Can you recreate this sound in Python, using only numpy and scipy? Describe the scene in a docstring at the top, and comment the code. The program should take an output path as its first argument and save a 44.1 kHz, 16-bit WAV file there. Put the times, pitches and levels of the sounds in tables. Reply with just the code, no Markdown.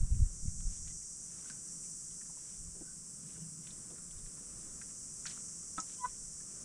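"""Hens forage under a low wooden shelter: one gives a short cluck, a harmonic voice with period doubling.
Beaks, a plastic feeder, grit and feet are struck or scraped resonators, excited by decaying noise or clicks.
Cicadas sing in the dry scrub around it as trains of tymbal clicks over a hissing chorus.
Behind them lie a faint outdoor rumble of filtered noise and wind that buffets the microphone,
most strongly at first."""
import sys
import numpy as np
from scipy import signal
from scipy.fft import rfft, irfft
from scipy.io import wavfile
from scipy.ndimage import uniform_filter1d

SR = 44100
rng = np.random.default_rng(int(sys.argv[2]) if len(sys.argv) > 2 else 0)


def master(y):
    """Save y as 16-bit WAV."""
    cut = np.clip(np.atleast_2d(y).T, -1, 1)
    pcm = np.round(cut * 32767)  # scale
    wavfile.write(sys.argv[1], SR, pcm.astype(np.int16))


N = 292824
T = np.arange(N) / SR  # time in seconds
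HALF = SR // 2  # half a second in samples, the length of every struck sound


def undb(db):
    """Logarithmic level: decibels to amplitude gain."""
    return 10 ** (np.asarray(db) / 20)


def unit(x):
    """Normalisation: scale to rms 1."""
    return x / np.sqrt(np.mean(x ** 2) + 1e-30)


def curves(table):
    """Linear interpolation: each column of a table joined by straight lines in time."""
    s, *columns = np.transpose(table)
    return [np.interp(T, s, c) for c in columns]


def colour(x, points):
    """Spectral shaping: filter by a (Hz, dB) outline, straight in log frequency, then scale to rms 1."""
    hz, db = np.transpose(points)
    f = np.maximum(np.fft.rfftfreq(N, 1 / SR), 1)
    gain = undb(np.interp(np.log(f), np.log(hz), db))
    return unit(irfft(rfft(x) * gain, N))


def resonate(x, hz, q):
    """Resonance: a second-order peak with gain 1 at its centre."""
    return signal.lfilter(*signal.iirpeak(hz, max(q, 4 * hz / SR), fs=SR), x)


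def noise():
    """White noise: equal power at all frequencies, for the whole scene."""
    return rng.standard_normal(N)


def burst():
    """White noise: half a second of it, to excite a struck body."""
    return rng.standard_normal(HALF)


def walk(rate):
    """Slow random modulation: held random values, renewed `rate` times a second, smoothed; rms 1."""
    k = int(SR / rate)
    held = np.repeat(rng.standard_normal(N // k + 1), k)
    smooth = uniform_filter1d(uniform_filter1d(held, k), k)
    return unit(smooth[:N])


def fade(t60):
    """Exponential decay: half a second of it, falling 60 dB in t60 seconds."""
    return undb(-60 * T[:HALF] / t60)


def swell(s, length):
    """Amplitude envelope: a rounded rise and fall."""
    return np.sqrt(np.abs(np.sin(np.pi * np.clip((T - s) / length, 0, 1))))


def add(out, s, x, db):
    """Superposition: mix x in at time s with the given peak level."""
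    i = max(int(s * SR), 0)
    out[i:i + len(x)] += (x * undb(db) / np.abs(x).max())[:N - i]


# The cluck's course. Each row: time in seconds, pitch in Hz, level in dB, throat rattle from 0 to 1.
CLUCK_COURSE = [(5.985, 1011, -67, 0.01), (6.015, 1010, -48, 0.05), (6.033, 977, -41.5, 0.1),
                (6.046, 1007, -29.5, 0.3), (6.053, 986, -31, 0.85), (6.061, 1020, -33.5, 0.8),
                (6.066, 990, -51, .5), (6.08, 985, -84, 0)]
# The cluck's partials. Each row: multiple of the pitch, level in dB.
# The half multiples sound only with the rattle.
THROAT_PARTIALS = [(.5, -26), (1, -1.5), (1.5, -16), (2, -26.5), (2.5, -39), (3, -44), (3.5, -37), (4, -43)]


def cluck(flutter_hz=290, flutter=0.069, rasp_db=-20):
    """Period doubling: a nearly pure note swells, gains half-multiple partials with a rattle and shuts off."""
    hz, db, rattle = curves(CLUCK_COURSE)
    unsteady_hz = hz * (1 + 0.01 * rattle * walk(400))
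    phase = 2 * np.pi * np.cumsum(unsteady_hz) / SR
    voice = np.zeros(N)
    for multiple, partial_db in THROAT_PARTIALS:
        halves = np.round(2 * multiple)
        partial = undb(partial_db) * np.sin(halves / 2 * phase)
        voice += partial * (rattle if halves % 2 else 1)
    voice = voice * (1 + flutter * rattle * np.sin(2 * np.pi * flutter_hz * T))
    rasp = rattle * undb(rasp_db) * unit(resonate(resonate(noise(), 1200, 4.8), 1300, 2.5))
    sounding = (T > CLUCK_COURSE[0][0]) * (T < CLUCK_COURSE[-1][0])
    return (np.sqrt(2) * voice + rasp) * undb(db) * sounding


# Soft murmurs and peeps. Each row: start in seconds, length in seconds, pitch in Hz,
# level in dB before the flicker.
MURMUR_NOTES = [(0.418, 0.1, 1480, -76.5), (0.858, .08, 1957, -67.5), (2.8, 0.14, 1524, -74),
                (3.333, 0.14, 2850, -77), (5.972, 0.047, 3190, -64.5)]


def murmurs(waver=0.036, flicker_db=4.0):
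    """Frequency and amplitude modulation: random waver makes thin, hoarse notes from hens further off."""
    notes = np.zeros(N)
    for s, length, hz, db in MURMUR_NOTES:
        phase = 2 * np.pi * hz * np.cumsum(1 + waver * walk(400)) / SR
        notes += undb(db) * swell(s, length) * np.sin(phase)
    return notes * undb(flicker_db * walk(90))


# Pecks of the beak. Each row: time in seconds, peak of the tock in dB, ring in Hz,
# crack in dB relative to the tock.
PECK_BLOWS = [(.604, -58.5, 1450, 3), (.876, -58.5, 2590, 10), (1.455, -55, 1400, -7),
              (1.499, -44.5, 1550, -6), (2.212, -53, 1690, -15), (2.296, -56, 830, -18),
              (2.371, -58, 990, -13), (3.360, -56, 1500, -13), (3.67, -56.5, 2920, 10.5),
              (3.705, -48.5, 3700, -6), (3.904, -62, 795, 5), (3.982, -55, 1367, -3), (4.110, -60, 3300, 8),
              (4.261, -58, 1730, 4), (4.814, -47, 1650, -4), (5.255, -38, 1550, -21.5),
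              (5.375, -48, 1280, -14), (6.405, -57, 1700, -8)]
PECK_T60_S = 0.037  # decay of the noise behind every peck


def pecks(ring_q=8.2, crack_hz=3600):
    """Impact excitation: a beak strikes with a broad, sharp crack and a short, hollow, resonant tock."""
    out = np.zeros(N)
    for s, db, hz, crack_db in PECK_BLOWS:
        body = burst() * fade(PECK_T60_S)
        crack = burst() * fade(PECK_T60_S)
        add(out, s, resonate(resonate(body, hz, ring_q), hz, 0.64), db)
        add(out, s, resonate(crack, crack_hz, 1.0), db + crack_db)
    return out


# Blows on the feeder. Each row: time in seconds, peak in dB.
FEEDER_BLOWS = [(5.777, -43), (5.7817, -28.5), (5.7855, -34), (5.79, -43.5)]
# Modes of its plastic shell. Each row: frequency in Hz, relative level in dB, 60 dB decay in seconds.
SHELL_MODES = [(188, -6.5, 0.16), (305, -3, 0.067), (790, -10, 0.048), (1060, -12.5, .03),
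               (1297, 4.5, 0.064), (1450, -6, 0.041), (1620, -13, .025), (2600, -33, .015),
               (3480, -9, 0.018)]


def feeder(rattle_db=-9):
    """Modal vibration: blows ring the plastic shell as decaying sines and shake the feed inside."""
    ring = np.zeros(HALF)
    for hz, mode_db, t60 in SHELL_MODES:
        ring += undb(mode_db) * fade(t60) * np.sin(2 * np.pi * hz * T[:HALF])
    out = np.zeros(N)
    for s, db in FEEDER_BLOWS:
        feed = unit(resonate(burst(), 950, 3.2)) * fade(0.13)
        add(out, s, ring + undb(rattle_db) * feed, db)
    return out


# Grit flicked against hard things. Each row: time in seconds, peak in dB, ring in Hz,
# 60 dB decay of the ring in seconds.
GRIT_HITS = [(1.500, -44, 5000, .03), (5.261, -29, 6900, .015), (5.264, -28.5, 5760, .025),
             (5.268, -35, 4340, .015), (5.297, -38, 5200, .03), (5.8014, -25, 6900, 0.016),
             (5.803, -30.5, 5600, 0.01), (5.807, -30.5, 6470, 0.035)]


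def grit(tick_t60=0.0041, tick_gain=1.416, tail_t60=0.065, tail_db=-17):
    """Two-stage decay: small hard grains tick brightly, ring for an instant and skitter to rest."""
    out = np.zeros(N)
    for s, db, hz, t60 in GRIT_HITS:
        tick = burst() * (fade(tick_t60) + undb(tail_db) * fade(tail_t60))
        tick = resonate(resonate(tick, hz, 3.8), hz, 5.5)
        ring = fade(t60) * resonate(np.sin(2 * np.pi * hz * T[:HALF]), hz, 3.2)
        add(out, s, ring + tick_gain * tick / np.abs(tick).max(), db)
    return out


# Scratching feet. Each row: start in seconds, length in seconds, level in dB, centre in Hz.
SCRATCH_STROKES = [(0.661, .13, -69.5, 2080), (.846, .085, -68.5, 2100), (1.257, 0.34, -72, 1480),
                   (1.45, .08, -65, 3600), (2.35, 0.24, -71, 1780), (3.207, 0.23, -71, 2500),
                   (3.62, 0.12, -68.5, 2180), (5.26, 0.023, -48, 3670), (5.269, 0.059, -54.5, 2770),
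                   (5.28, 0.14, -66, 2170), (5.862, 0.1, -64, 3000), (6.06, 0.051, -68, 1900)]


def scratches(grain_db=3, q=0.41):
    """Granular friction: claws drag through dry dirt in a swell of tiny uneven clicks."""
    out = np.zeros(N)
    for s, length, db, hz in SCRATCH_STROKES:
        struck = rng.random(N) < 3000 / SR  # about 3000 grains a second
        grains = noise() * struck * undb(grain_db * np.minimum(rng.exponential(size=N), 3))
        scrape = unit(resonate(resonate(grains, hz, q), hz, 0.43))
        out += undb(db) * swell(s, length) * scrape
    return out


# Dull footfalls. Each row: time in seconds, peak in dB, body in Hz, 60 dB noise decay in seconds.
FOOTFALLS = [(1.5, -48.5, 191, 0.087), (2.75, -53, 348, 0.28), (2.811, -44.5, 238, 0.071),
             (3.375, -51.5, 296, 0.13), (3.904, -50.5, 383, 0.2), (6.207, -59.5, 406, 0.095)]


def steps(q=1.38):
    """Damped impact: feet land on packed earth with a soft, low-resonant thud."""
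    out = np.zeros(N)
    for s, db, hz, t60 in FOOTFALLS:
        add(out, s, resonate(resonate(burst() * fade(t60), hz, q), hz, q), db)
    return out


def litter(count=70, peak_db=-67, spread_db=6.5, centre_hz=2000):
    """Random impacts: the rest of the flock stirs husks and pebbles in faint ticks of varied pitch."""
    out = np.zeros(N)
    for s, size, pitch in rng.random((count, 3)):
        tick = burst() * fade(0.13)
        hz = centre_hz * 2 ** (2 * pitch - 1)  # within an octave either way
        tick = resonate(resonate(tick, hz, 3.2), hz, 0.49)
        add(out, s * T[-1], tick, peak_db + spread_db * (2 * size - 1))
    return out


def shelter(x, t60=0.1, wet_db=-22, dull_hz=8000):
    """Absorption and reverberation: dirt swallows the top treble; the low roof returns a short, dull tail."""
    lowpass = signal.butter(3, min(dull_hz, .45 * SR), fs=SR, output="sos")
    x = signal.sosfilt(lowpass, x)
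    late = T[:HALF] > .004  # the tail begins after 4 ms
    tail = resonate(burst() * fade(t60) * late, 1800, 1.0)
    return x + undb(wet_db) * signal.fftconvolve(x, tail / np.linalg.norm(tail))[:N]


# Rates in Hz at which the near singers repeat their run of rib clicks: first singer, second singer.
RUN_HZ = (76.04, 33.06)


def cicada(hz, count, rib_spread_s=1.5e-5, jitter_s=6.5e-6, drift=.00045, scatter=1.0):
    """Buckling: each tymbal stroke snaps the same ribs in turn, a repeating run of alternating clicks."""
    k = np.arange(int(N / SR * hz * count))
    rib = k % count
    s = k / (hz * count)
    s = s + np.interp(s, T, np.cumsum(drift * walk(3)) / SR)
    s = s + rib_spread_s * rng.standard_normal(count)[rib] + jitter_s * rng.standard_normal(len(k))
    size = (-1) ** rib * undb(2.0 * rng.standard_normal(count))[rib]
    # a short sinc places each click between samples
    taps = (s * SR).astype(int)[:, None] + np.arange(-8, 9)
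    pulses = size[:, None] * np.sinc(taps - s[:, None] * SR)
    clicks = np.bincount(taps.ravel() % N, pulses.ravel(), N)
    # ground and roof smear every click
    echoes = burst() * fade(0.068)
    return unit(clicks + scatter * signal.fftconvolve(clicks, echoes / np.linalg.norm(echoes))[:N])


# Course of the song. Each row: time in seconds, level in dB before the song gain,
# low resonance in dB, used relative to the median of its column.
SONG_COURSE = [(0, -51.5, -2), (.55, -52.5, 6), (.9, -51.5, 6.5), (1.35, -49.5, 1), (1.85, -47.5, 0),
               (2.3, -49, 0.5), (2.8, -49.5, -2), (4.2, -48.5, -4.5), (4.8, -48.5, -1), (5.5, -49, 2),
               (6.64, -49.5, 0.5)]
# Balance of the two nearest cicadas. Each row: time in seconds, first singer in dB, second singer in dB,
# weighed against the chorus before the mix is levelled.
SOLO_BALANCE = [(0, -0.5, -38), (.8, 1, -8), (2.1, -0.5, -12), (2.8, 0, -3), (4.1, -4, -8.5),
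                (4.9, 0.5, -4), (6.64, 1, 0)]
# Spectrum of the song. Each row: frequency in Hz, relative level in dB.
SONG_SPECTRUM = [(4000, -37.5), (4700, -21.5), (5700, -3), (6200, -1.5), (6700, -5), (7700, 1.5),
                 (8450, -1), (8950, -10), (9550, -4.5), (10500, -20.5), (11300, -34), (12300, -55),
                 (14200, -26), (15700, -45.5)]


def cicadas(chorus_db=-0.5, song_db=1.5):
    """Incoherent summation: two near singers shift in balance over a far chorus blurred into hiss."""
    first_db, second_db = curves(SOLO_BALANCE)
    level_db, low_db = curves(SONG_COURSE)
    a, b, far = undb(first_db), undb(second_db), undb(chorus_db)
    song = a * cicada(RUN_HZ[0], count=6) + b * cicada(RUN_HZ[1], count=7) + far * noise()
    song = colour(song / np.sqrt(a ** 2 + b ** 2 + far ** 2), SONG_SPECTRUM)
    # the abdomen's low resonance opens and closes
    opening = undb(low_db - np.median(low_db)) - 1
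    song = song + opening * resonate(song, 6280, 2.4)
    return song * undb(level_db + song_db + 0.3 * walk(18))


# Spectrum of the wind noise. Each row: frequency in Hz, relative level in dB.
WIND_SPECTRUM = [(10, 0), (25, 3.5), (60, -4), (110, -11.5), (185, -17.5), (270, -43.5), (420, -63),
                 (2000, -140)]
# Gusts on the microphone. Each row: start in seconds, hold in seconds, level in dB before the wind gain.
GUST_COURSE = [(0.011, 0.02, -23), (0.119, .11, -23), (.28, 0.11, -44), (0.435, 0.28, -34.5),
               (.8, 0.17, -43.5), (2.589, 0.092, -44.5), (4.16, 0.094, -46), (4.545, 0.16, -51),
               (6.225, 0.035, -50.5)]
# Single eddies. Each row: time in seconds, pressure peak in dB, swing rate in Hz.
EDDY_SWINGS = [(0.029, -26, 62.7), (0.125, -19.5, 56), (.173, -31, 96), (0.225, -16, 66),
               (0.458, -32.5, 122), (0.483, -28, 74.6), (.675, -25.5, 28)]
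GUST_ATTACK_S, GUST_RELEASE_S = 0.016, 0.033  # time constants of every gust
LULL_DB, LULL_WANDER_DB = -61.5, 4  # light air between the gusts, before the wind gain


def wind(wind_db=-5):
    """Turbulent pressure: gusts rise, hold and die back to a lull; each big eddy is one swing of pressure."""
    strength = undb(LULL_DB + LULL_WANDER_DB * walk(6))
    for s, hold, db in GUST_COURSE:
        before = np.maximum(s - T, 0) / GUST_ATTACK_S
        after = np.maximum(T - s - hold, 0) / GUST_RELEASE_S
        strength = np.hypot(strength, undb(db) * np.exp(-(before + after)))
    out = colour(noise(), WIND_SPECTRUM) * strength * undb(wind_db)
    for s, db, hz in EDDY_SWINGS:
        u = (np.pi * hz * (T - s)) ** 2
        out += undb(db) * (1 - 2 * u) * np.exp(-u)
    # the wind fades in from silence at the start
    return out * np.sin(np.pi / 2 * np.minimum(T / GUST_ATTACK_S, 1)) ** 2


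# Spectrum of distant outdoor air. Each row: frequency in Hz, relative level in dB.
AIR_SPECTRUM = [(15, -37), (25, -1.5), (58, -3), (106, -5.5), (173, -1.5), (281, -7.5), (489, -13.5),
                (658, -19), (905, -25), (1030, -19), (1270, -18), (2070, -26), (4000, -30.5), (5200, -35),
                (8800, -120)]
# the air grows a little louder, then holds, apart from a slow wander
AIR_START_DB, AIR_END_DB, AIR_RISE_S = -65, -61, 4.0
# a far drone swells once and dies away; the width is from the peak to half amplitude
DRONE_HZ, DRONE_DB = 165, -65
DRONE_SWELL_DB, DRONE_PEAK_S, DRONE_WIDTH_S = -52.5, 3.39, 0.26


def air():
    """Band-shaped noise: a distant outdoor bed with a low resonant drone that swells once."""
    drone = unit(resonate(resonate(noise(), DRONE_HZ, 3.2), DRONE_HZ, 3.2))
    passing = undb(DRONE_SWELL_DB) / (1 + ((T - DRONE_PEAK_S) / DRONE_WIDTH_S) ** 2)
    bed_db = np.interp(T, [0, AIR_RISE_S], [AIR_START_DB, AIR_END_DB]) + 1.36 * walk(4.617)
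    bed = colour(noise(), AIR_SPECTRUM) * undb(bed_db)
    return bed + drone * np.hypot(undb(DRONE_DB), passing)


def scene():
    """Superposition: the flock under its roof, with cicadas, wind and air around it."""
    voices = cluck() + murmurs()
    foraging = pecks() + feeder() + grit() + scratches() + steps() + litter()
    return (shelter(voices + foraging) + cicadas() + wind() + air())[None]


TOP_HZ = 15730  # upper limit of the recorded band


def record(dry):
    """Band limiting: a steep elliptic low-pass cuts the top."""
    return signal.sosfilt(signal.ellip(10, .2, 70, TOP_HZ, fs=SR, output="sos"), dry)


dry = scene()
out = record(dry)
master(out)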